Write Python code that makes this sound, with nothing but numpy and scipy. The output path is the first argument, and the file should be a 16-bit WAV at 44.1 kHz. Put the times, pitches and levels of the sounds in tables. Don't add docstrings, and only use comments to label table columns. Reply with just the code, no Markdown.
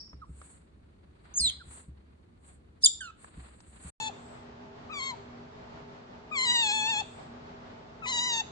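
import sys
import numpy as np
from scipy import signal
from scipy.fft import rfft, irfft, next_fast_len
from scipy.io import wavfile
from scipy.ndimage import map_coordinates

SR = 44100
rng = np.random.default_rng(int(sys.argv[2]) if len(sys.argv) > 2 else 0)


def int16_out(signal):
    q = np.round(np.clip(np.atleast_2d(signal).T, -1, 1) * 32767)
    wavfile.write(sys.argv[1], SR, q.astype(np.int16))


N = 375291
T = np.arange(N) / SR
FIRST_ENDS_S, SECOND_STARTS_S = 3.905, 4.001
TOP_HZ = 9900

# (frequency [Hz], relative level [dB])
FIRST_AIR = [(25, -19), (70, 1), (105, -11), (210, -11.5), (350, -15.5), (750, -28.5), (4500, -51.5),
             (9700, -48)]
SECOND_AIR = [(25, -12), (80, -6), (140, -4), (200, -8.5), (330, -10.5), (750, -8), (1200, -13.5),
              (2500, -23.5), (4500, -29), (7600, -42), (9700, -78)]
# (frequency [Hz], nominal level [dB rms])
HUM_LINES = [(241, -56.5), (404, -61.5), (436, -67.5), (645, -66.5), (883, -67.5)]
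# (frequency [Hz], correlation [-1 to 1])
STEREO_LIKENESS = [(60, 0.91), (250, 0.85), (550, -0.37), (1500, -0.33), (9000, 0.069)]
# (frequency [Hz], 60 dB decay time [s])
FIRST_ROOM_DECAY = [(1000, 0.34), (3500, 0.41), (9000, 0.25)]
SECOND_ROOM_DECAY = [(1000, 0.23), (3500, 0.61), (9000, 0.65)]

# (time [s], half length [s], scuff level [dB], nominal fur level [dB])
SHIFTS = [(0.463, 0.12, -61.5, -55), (1.4, 0.18, -57.5, -70), (1.755, 0.077, -54.5, -48),
          (2.495, 0.063, -61.5, -60.5), (3.243, 0.047, -58, -56.5), (3.43, 0.13, -57, -61),
          (3.765, 0.13, -61, -58), (3.894, 0.069, -53.5, -49)]
# (frequency [Hz], relative level [dB])
SCUFF_SPECTRUM = [(300, -1), (600, -2), (1200, -1), (2200, -6.5), (3200, -12), (4500, -11), (5800, -40),
                  (9000, -36.5)]
FUR_SPECTRUM = [(4000, -34.5), (6000, -25), (7200, -4), (8300, 1.5), (9600, -7.5)]
FIDGET_DB = -70.5

# (time [s], relative level [dB])
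FOOTFALLS = [(0.134, -43.5), (0.294, -38.5), (1.403, -35.5), (1.454, -37), (1.669, -44.5), (1.884, -41),
             (3.373, -40), (3.849, -41.5)]
# (nominal frequency [Hz], nominal relative level [dB], 60 dB decay time [s])
FLOOR_MODES = [(68.3, -4.5, 0.42), (119.6, -13, 0.24), (158.5, -4.5, 0.07), (264, -13.5, .1)]
# (time [s], knock level [dB], snap relative to knock [dB])
CLAW_TICKS = [(0.131, -46, -35), (0.416, -44, -18), (1.255, -51, -30), (3.244, -40, -24), (3.604, -52, 0)]
# (frequency [Hz], relative level [dB])
KNOCK_SPECTRUM = [(300, -13), (1300, 3), (2000, -8), (4000, -41)]
SNAP_SPECTRUM = [(1500, -17), (4000, 1), (9000, -10)]
TICK_T60_S = .03

# (start [s], rise [s], fall [s], start pitch [Hz], crest pitch [Hz], end pitch [Hz],
# fundamental base level [dB], overtone base level [dB], swell [dB], fade [dB])
SQUEAKS = [(1.339, 0.036, 0.016, 6250, 6790, 6370, -27, -80, 24, 4),
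           (1.375, 0.0032, 0.0074, 7960, 7650, 7100, -34, -80, 5, 8),
           (1.391, 0.026, .085, 5450, 4230, 3100, -23.5, -30, 11, 10),
           (2.835, 0.0122, .011, 5600, 4730, 4400, -14.5, -17, 10, 10),
           (2.857, 0.0043, 0.0085, 3810, 3560, 3150, -20, -10, 10, 20)]
PEEPS = [(.215, .017, .018, 1350, 1230, 970, -45, -75, 8, 7),
         (1.596, .02, .012, 1625, 1460, 1250, -51, -75, 9, 2),
         (3.005, .009, .097, 1740, 1550, 1270, -39.5, -40, 0, 11)]
# (frequency [Hz], gain [dB])
SQUEAK_THROAT = [(6200, -4.5), (7000, 0.5), (8400, 0), (9500, 0.5), (10500, -10.5)]
PEEP_THROAT = [(2500, -3), (3000, 4), (3500, -8), (4150, 0), (5200, -16), (6400, -3), (7200, -1),
               (8400, -6), (9700, -15)]
# (frequency [Hz], gain [dB])
SQUEAK_MOUTH = [(3100, 4), (3600, 2.5), (4000, 5), (4250, -7), (4600, -4), (4850, 2.5), (5500, 3)]
# (time [s], level [dB], half length [s], lowest frequency [Hz], highest [Hz])
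HOARSE_BURSTS = [(1.376, -35, .013, 6500, 8800), (1.408, -38, .02, 5000, 9900),
                 (1.495, -39, .03, 3150, 4100), (1.49, -60, .07, 1900, 2300),
                 (2.843, -37, .016, 3500, 9900), (2.859, -26, .013, 3500, 9900),
                 (2.868, -31, .012, 3150, 3600)]
# (centre frequency [Hz], nominal level at the outset [dB])
DYING_ECHO = [(4800, -51.5), (5400, -43.5)]
DYING_T60_S = .36

# (start [s], mouth opens [s], end [s], mouth closing time [s], fundamental base level [dB],
# overtone base level [dB], upper resonance before jaw slide [Hz], its lift [dB])
WHINES = [(3.805, 3.85, 4.104, .018, -41.5, -43.5, 7100, 16),
          (4.893, 4.925, 5.146, .042, -42, -42, 6800, 10),
          (6.311, 6.356, 7.024, .016, -39, -32.7, 7450, 12.5),
          (8.02, 8.062, 8.422, .014, -40.5, -37, 6600, 17)]
# (time [s], nominal pitch [Hz])
WHINE_TUNES = [
    [(4.005, 879.7), (4.085, 870)],
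    [(4.905, 1229), (4.92, 1322), (4.942, 1180), (4.988, 1134), (5.005, 1036), (5.024, 1086), (5.09, 1074),
     (5.105, 1051)],
    [(6.338, 1228), (6.38, 1048), (6.41, 1019), (6.44, 1070), (6.455, 1002), (6.49, 948), (6.53, 993),
     (6.575, 930), (6.605, 943), (6.65, 863), (6.706, 830), (6.735, 869.7), (6.83, 853.3), (6.905, 907),
     (6.945, 844), (6.968, 835), (7.0, 884)],
    [(8.022, 1344), (8.0595, 1208), (8.06, 1002), (8.082, 994), (8.1, 1067), (8.135, 950), (8.157, 990),
     (8.18, 939.4), (8.225, 996), (8.245, 972), (8.267, 1006), (8.3, 964), (8.342, 916), (8.405, 906)],
]
# (frequency [Hz], gain [dB])
WHINE_THROAT = [(1750, -6.5), (2100, 4), (2500, 1.5), (2850, 2.5), (3100, -5.5), (3450, 1.5), (3850, 6),
                (4300, -2), (4800, -7), (5250, -18.5), (6000, -18.5), (7600, -19), (8300, -31),
                (9300, -67.5)]
# (frequency [Hz], gain [dB])
WHINE_NOSE = [(780, 4), (870, 4.5), (960, 0.5), (1300, -1)]
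# (time [s], half length [s], extra roughness [multiple of usual], half-harmonics [dB])
STRAINS = [(4.05, .06, 1.5, -13), (4.93, .04, 4, -28), (5.055, .04, 3, -12), (6.44, .025, 2, -26),
           (6.715, .05, 1, -19), (8.08, .03, 7, -10)]
# (time [s], level [dB])
NOSE_HISSES = [(4.28, -65.5), (7.13, -64.5)]
# (frequency [Hz], left minus right [dB], left phase lead [rad])
SQUEAK_SEAT = [(1450, -6, 1.1), (3550, -2.5, 2.2), (4150, -3, 1.6), (4900, -1, 2.2), (7000, 0, 4.7),
               (8350, 0, 6.2), (9400, 0, 6.5)]
WHINE_SEAT = [(950, 10, 1.3), (1850, 7, 2.6), (2750, 3.5, 2.85), (3080, .5, 3.15), (3500, 2.5, 4.1),
              (4870, 0, 6.0), (6000, -1.5, 7.3), (7000, 0, 6.2)]

ONSET_DB, ONSET_S = 26, .011
LIPS_HZ, MUFFLE_DB, OPEN_S = 2600, 24, .02
CREST_S, SAG_DB_PER_S = 0.22, 11
CLOSE_DB, CLOSE_DROP = 45, .15
JAW_SHARE_PER_S, UPPER_WIDTH_HZ = 0.081, 1300
SWAY_S, SWAY_PER_S = 1e-5, 14


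def amp(db):
    return 10 ** (np.asarray(db) / 20)


def unit(x):
    return x / np.sqrt(np.mean(x ** 2) + 1e-20)


def along(points, hz):
    f, v = np.transpose(points)
    return np.interp(np.log(hz + 1), np.log(f + 1), v)


def wobble(rate, t):
    u = (t - t[0]) * rate
    return map_coordinates(rng.standard_normal(int(u[-1]) + 4), [u])


def filtered(x, response):
    m = next_fast_len(N + SR // 2)
    return irfft(rfft(x, m) * response(np.fft.rfftfreq(m, 1 / SR)), m)[..., :N]


def rush(spectrum):
    def mid_side_response(hz):
        angle = np.arccos(np.clip(along(STEREO_LIKENESS, hz), -1, 1)) / 2
        return amp(along(spectrum, hz)) * [np.cos(angle), np.sin(angle)]
    mid, side = filtered(rng.standard_normal((2, N)), mid_side_response)
    return unit(np.array([mid + side, mid - side]))


def room(x, decay, early_db, late_db, early_t60, blur_hz):
    hz, t, z = signal.stft(rng.standard_normal((2, SR // 2)), SR, nperseg=256)

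    def answer(sound, t60):
        h = signal.istft(z * amp(-60 * t / t60), SR, nperseg=256)[1]
        h = np.pad(h / np.linalg.norm(h[0]), ((0, 0), (SR // 300, 0)))
        return signal.fftconvolve(sound[None], h, axes=1)[:, :N]
    blurred = x * unit(wobble(blur_hz, T))
    early = amp(early_db) * answer(x, early_t60)
    late = amp(late_db) * answer(blurred, along(decay, hz)[:, None])
    return early + late


def placed(x, seat):
    hz, level_db, lead = np.transpose(seat)
    sides = np.array([[1], [-1]]) / 2

    def response(f):
        gains = amp(sides * along(np.c_[hz, level_db], f))
        balanced = gains / np.sqrt(np.mean(gains ** 2, 0))
        return balanced * np.exp(1j * sides * along(np.c_[hz, lead], f))
    return filtered(x, response)


def first_air():
    return amp(-57.5 + 0.42 * wobble(5.0, T)) * rush(FIRST_AIR)


def hum():
    lines = 0
    for hz, db in HUM_LINES:
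        tremble = amp(2.8 * wobble(15, T)) * np.exp(.95j * wobble(15, T))
        lines = lines + amp(db) * np.sqrt(2) * (tremble * np.exp(2j * np.pi * hz * T)).imag
    return lines + amp(-49.0 + 1.26 * wobble(14, T)) * rush(SECOND_AIR)


def rustle():
    s, half_s, scuff_db, fur_db = np.transpose(SHIFTS)
    swells = np.exp(-((T - s[:, None]) / half_s[:, None]) ** 2)
    scuff = np.hypot(amp(FIDGET_DB), amp(scuff_db) @ swells)
    fur = amp(fur_db) @ swells
    grain = amp(2.2 * wobble(90, T))
    return scuff * unit(grain * rush(SCUFF_SPECTRUM)) + fur * amp(1.6 * wobble(37, T)) * rush(FUR_SPECTRUM)


def footfalls():
    t = np.arange(SR // 2) / SR
    thuds = np.zeros(N + SR)
    for s, db in FOOTFALLS:
        ring = 0
        for hz, level, t60 in FLOOR_MODES:
            decay = amp(level + rng.normal(0, 2.5) - 60 * t / t60)
            ring = ring + decay * np.sin(2 * np.pi * hz * (1 + rng.normal(0, 0.042)) * t)
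        soft_onset = 1 - np.exp(-t / 0.0033)
        thuds[round(s * SR):][:len(t)] += amp(db + 6.5) * ring * soft_onset
    return thuds[:N]


def claws():
    knocks, snaps = np.zeros(N), np.zeros(N)
    for s, db, sharp_db in CLAW_TICKS:
        tick = (T > s) * amp(db - 60 * np.abs(T - s) / TICK_T60_S)
        knocks = knocks + tick
        snaps = snaps + amp(sharp_db) * tick
    return knocks * rush(KNOCK_SPECTRUM) + snaps * rush(SNAP_SPECTRUM)


def voice(calls, jitter, jitter_rate, shimmer_db, flutter_db, rasp_db, rasp_hz, edge):
    out = np.zeros(N)
    k = np.r_[1, np.arange(4, 23) / 2][:, None]
    for t, pitch, low_db, colour, split, rough in calls:
        pitch = pitch * (1 + jitter * np.sqrt(rough) * wobble(jitter_rate, t))
        phase = 2 * np.pi * np.cumsum(pitch) / SR
        hz = k[1:] * pitch
        half_orders = split * np.minimum(k[1:] / 3.5, 1) ** 3
        between = np.where(k[1:] % 1 > 0, half_orders, 1)
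        overtones = amp(colour(hz)) * between / (1 + (hz / TOP_HZ) ** 40)
        gains = np.vstack([amp(low_db), overtones])
        flutter = amp(flutter_db * np.minimum(k / 3, 1) * np.array([wobble(75, t) for _ in k]))
        skirt = np.array([wobble(rasp_hz, t) + 1j * wobble(rasp_hz, t) for _ in k])
        rasp = amp(rasp_db) * rough * np.sqrt(k) * skirt
        partials = gains * flutter * (1 + rasp) * np.exp(1j * k * phase)
        wave = np.sqrt(2) * partials.imag.sum(0)
        gate = np.clip(np.minimum(t - t[0], t[-1] - t) / (2 * edge), 0, 1)
        shimmer = amp(shimmer_db * wobble(150, t))
        out[round(t[0] * SR):][:len(t)] += wave * np.sin(gate * np.pi / 2) ** 2 * shimmer
    return out


def during(start, end):
    return T[(T >= start) & (T < end)]


def dying_squeak():
    echo = 0
    for hz, db in DYING_ECHO:
        level_db = db - 60 * T / DYING_T60_S + 2.5 * wobble(70, T)
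        band = [(hz - 500, -45), (hz - 150, 0), (hz + 150, 0), (hz + 300, -45)]
        echo = echo + amp(level_db) * rush(band)
    return echo


def hoarse():
    air = 0
    for s, db, half, low_hz, high_hz in HOARSE_BURSTS:
        band = [(low_hz / 2, -60), (low_hz * .85, -30), (low_hz, 0),
                (high_hz, 0), (high_hz * 1.15, -30), (high_hz * 2, -60)]
        air = air + amp(db) * np.exp(-((T - s) / half) ** 2) * rush(band)
    return air


def chirp(row, throat, sag_power, dull_db=0, fray=0, mouth=None):
    start, rise_s, fall_s, start_hz, crest_hz, end_hz, low_db, high_db, swell_db, fade_db = row
    t = during(start, start + rise_s + fall_s)
    to_go = np.clip(1 - (t - start) / rise_s, 0, 1)
    spent = np.clip((t - start - rise_s) / fall_s, 0, 1)
    pitch = crest_hz + (start_hz - crest_hz) * to_go + (end_hz - crest_hz) * spent ** sag_power
    effort_db = -swell_db * to_go - fade_db * spent
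    mouth_db = along(mouth, pitch) if mouth is not None else 0

    def colour(hz):
        octaves_up = np.log2(np.maximum(hz / LIPS_HZ, 1))
        dullness = 1 - np.exp((start - t) / rise_s) + spent ** 2 * octaves_up
        return high_db + effort_db + along(throat, hz) - dull_db * dullness
    return t, pitch, low_db + effort_db + mouth_db, colour, 0, 1 + fray * spent ** 2


def begging():
    shrill = [chirp(row, SQUEAK_THROAT, sag_power=2.1, fray=2.005, mouth=SQUEAK_MOUTH) for row in SQUEAKS]
    soft = [chirp(row, PEEP_THROAT, sag_power=0.92, dull_db=11) for row in PEEPS]
    squeaks = voice(shrill, jitter=.006, jitter_rate=400, shimmer_db=1.7, flutter_db=1.2,
                    rasp_db=-26, rasp_hz=1800, edge=.0009)
    peeps = voice(soft, jitter=.011, jitter_rate=250, shimmer_db=1.2, flutter_db=4.5,
                  rasp_db=-19, rasp_hz=500, edge=.0022)
    calls, air = squeaks + peeps, hoarse()
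    echo = room(calls + air[0], FIRST_ROOM_DECAY, early_db=-18, late_db=-13.5, early_t60=0.055, blur_hz=280)
    return placed(calls, SQUEAK_SEAT) + air + echo + dying_squeak()


def whine(row, tune):
    start, opens, end, closing_s, low_db, high_db, upper_hz, lift_db = row
    t = during(start, end)
    age = t - start
    shut = np.maximum(t - end + closing_s, 0) / closing_s
    pitch = np.interp(t, *np.transpose(tune)) * (1 - CLOSE_DROP * shut)
    onset_db = -ONSET_DB * np.exp(-age / ONSET_S)
    effort_db = onset_db - SAG_DB_PER_S * np.abs(age - CREST_S) - CLOSE_DB * shut
    closed = (1 - np.tanh((t - opens) / OPEN_S)) / 2
    jaw = 1 - JAW_SHARE_PER_S * (age - CREST_S)
    s, half_s, extra, split_db = np.transpose(STRAINS)
    strain = np.exp(-((t - s[:, None]) / half_s[:, None]) ** 2)

    def throat_db(hz):
        return along(WHINE_THROAT, hz) + lift_db * np.exp(-((hz - upper_hz) / UPPER_WIDTH_HZ) ** 2)

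    def colour(hz):
        muffle_db = MUFFLE_DB * closed * np.clip(2 * np.log2(hz / LIPS_HZ), 0, 1)
        return high_db + effort_db + throat_db(hz / jaw) - muffle_db
    return t, pitch, low_db + along(WHINE_NOSE, pitch), colour, amp(split_db) @ strain, 1 + extra @ strain


def swaying(pair):
    shift = SWAY_S * SR * wobble(SWAY_PER_S, T)
    return np.array([map_coordinates(x, [np.arange(N) + side * shift]) for x, side in zip(pair, (1, -1))])


def nose_hiss():
    swells = sum(amp(db) * np.exp(-((T - s) / 0.13) ** 2) for s, db in NOSE_HISSES)
    return swells * rush([(6000, -13), (7500, 25.5), (8400, 21.5), (9500, -48)])


def whining():
    calls = [whine(row, tune) for row, tune in zip(WHINES, WHINE_TUNES)]
    whines = voice(calls, jitter=.004, jitter_rate=150, shimmer_db=.6, flutter_db=1.6,
                   rasp_db=-37, rasp_hz=600, edge=.002)
    overtones = filtered(whines, lambda hz: hz ** 4 / (hz ** 4 + 1200 ** 4))
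    echo = room(overtones, SECOND_ROOM_DECAY, early_db=-12, late_db=-17, early_t60=.09, blur_hz=450)
    return swaying(placed(whines, WHINE_SEAT)) + echo + nose_hiss()


def scene():
    first = first_air() + rustle() + footfalls() + claws() + begging()
    second = hum() + whining()
    fade = np.clip((FIRST_ENDS_S - T) / .01, 0, 1)
    return first * fade + second * (T > SECOND_STARTS_S)


def record(dry):
    def response(hz):
        bass_cut = hz ** 3 / (hz ** 3 + 28 ** 3)
        return bass_cut / (1 + (hz / TOP_HZ) ** 120)
    return filtered(dry, response)


dry = scene()
out = record(dry)
int16_out(out)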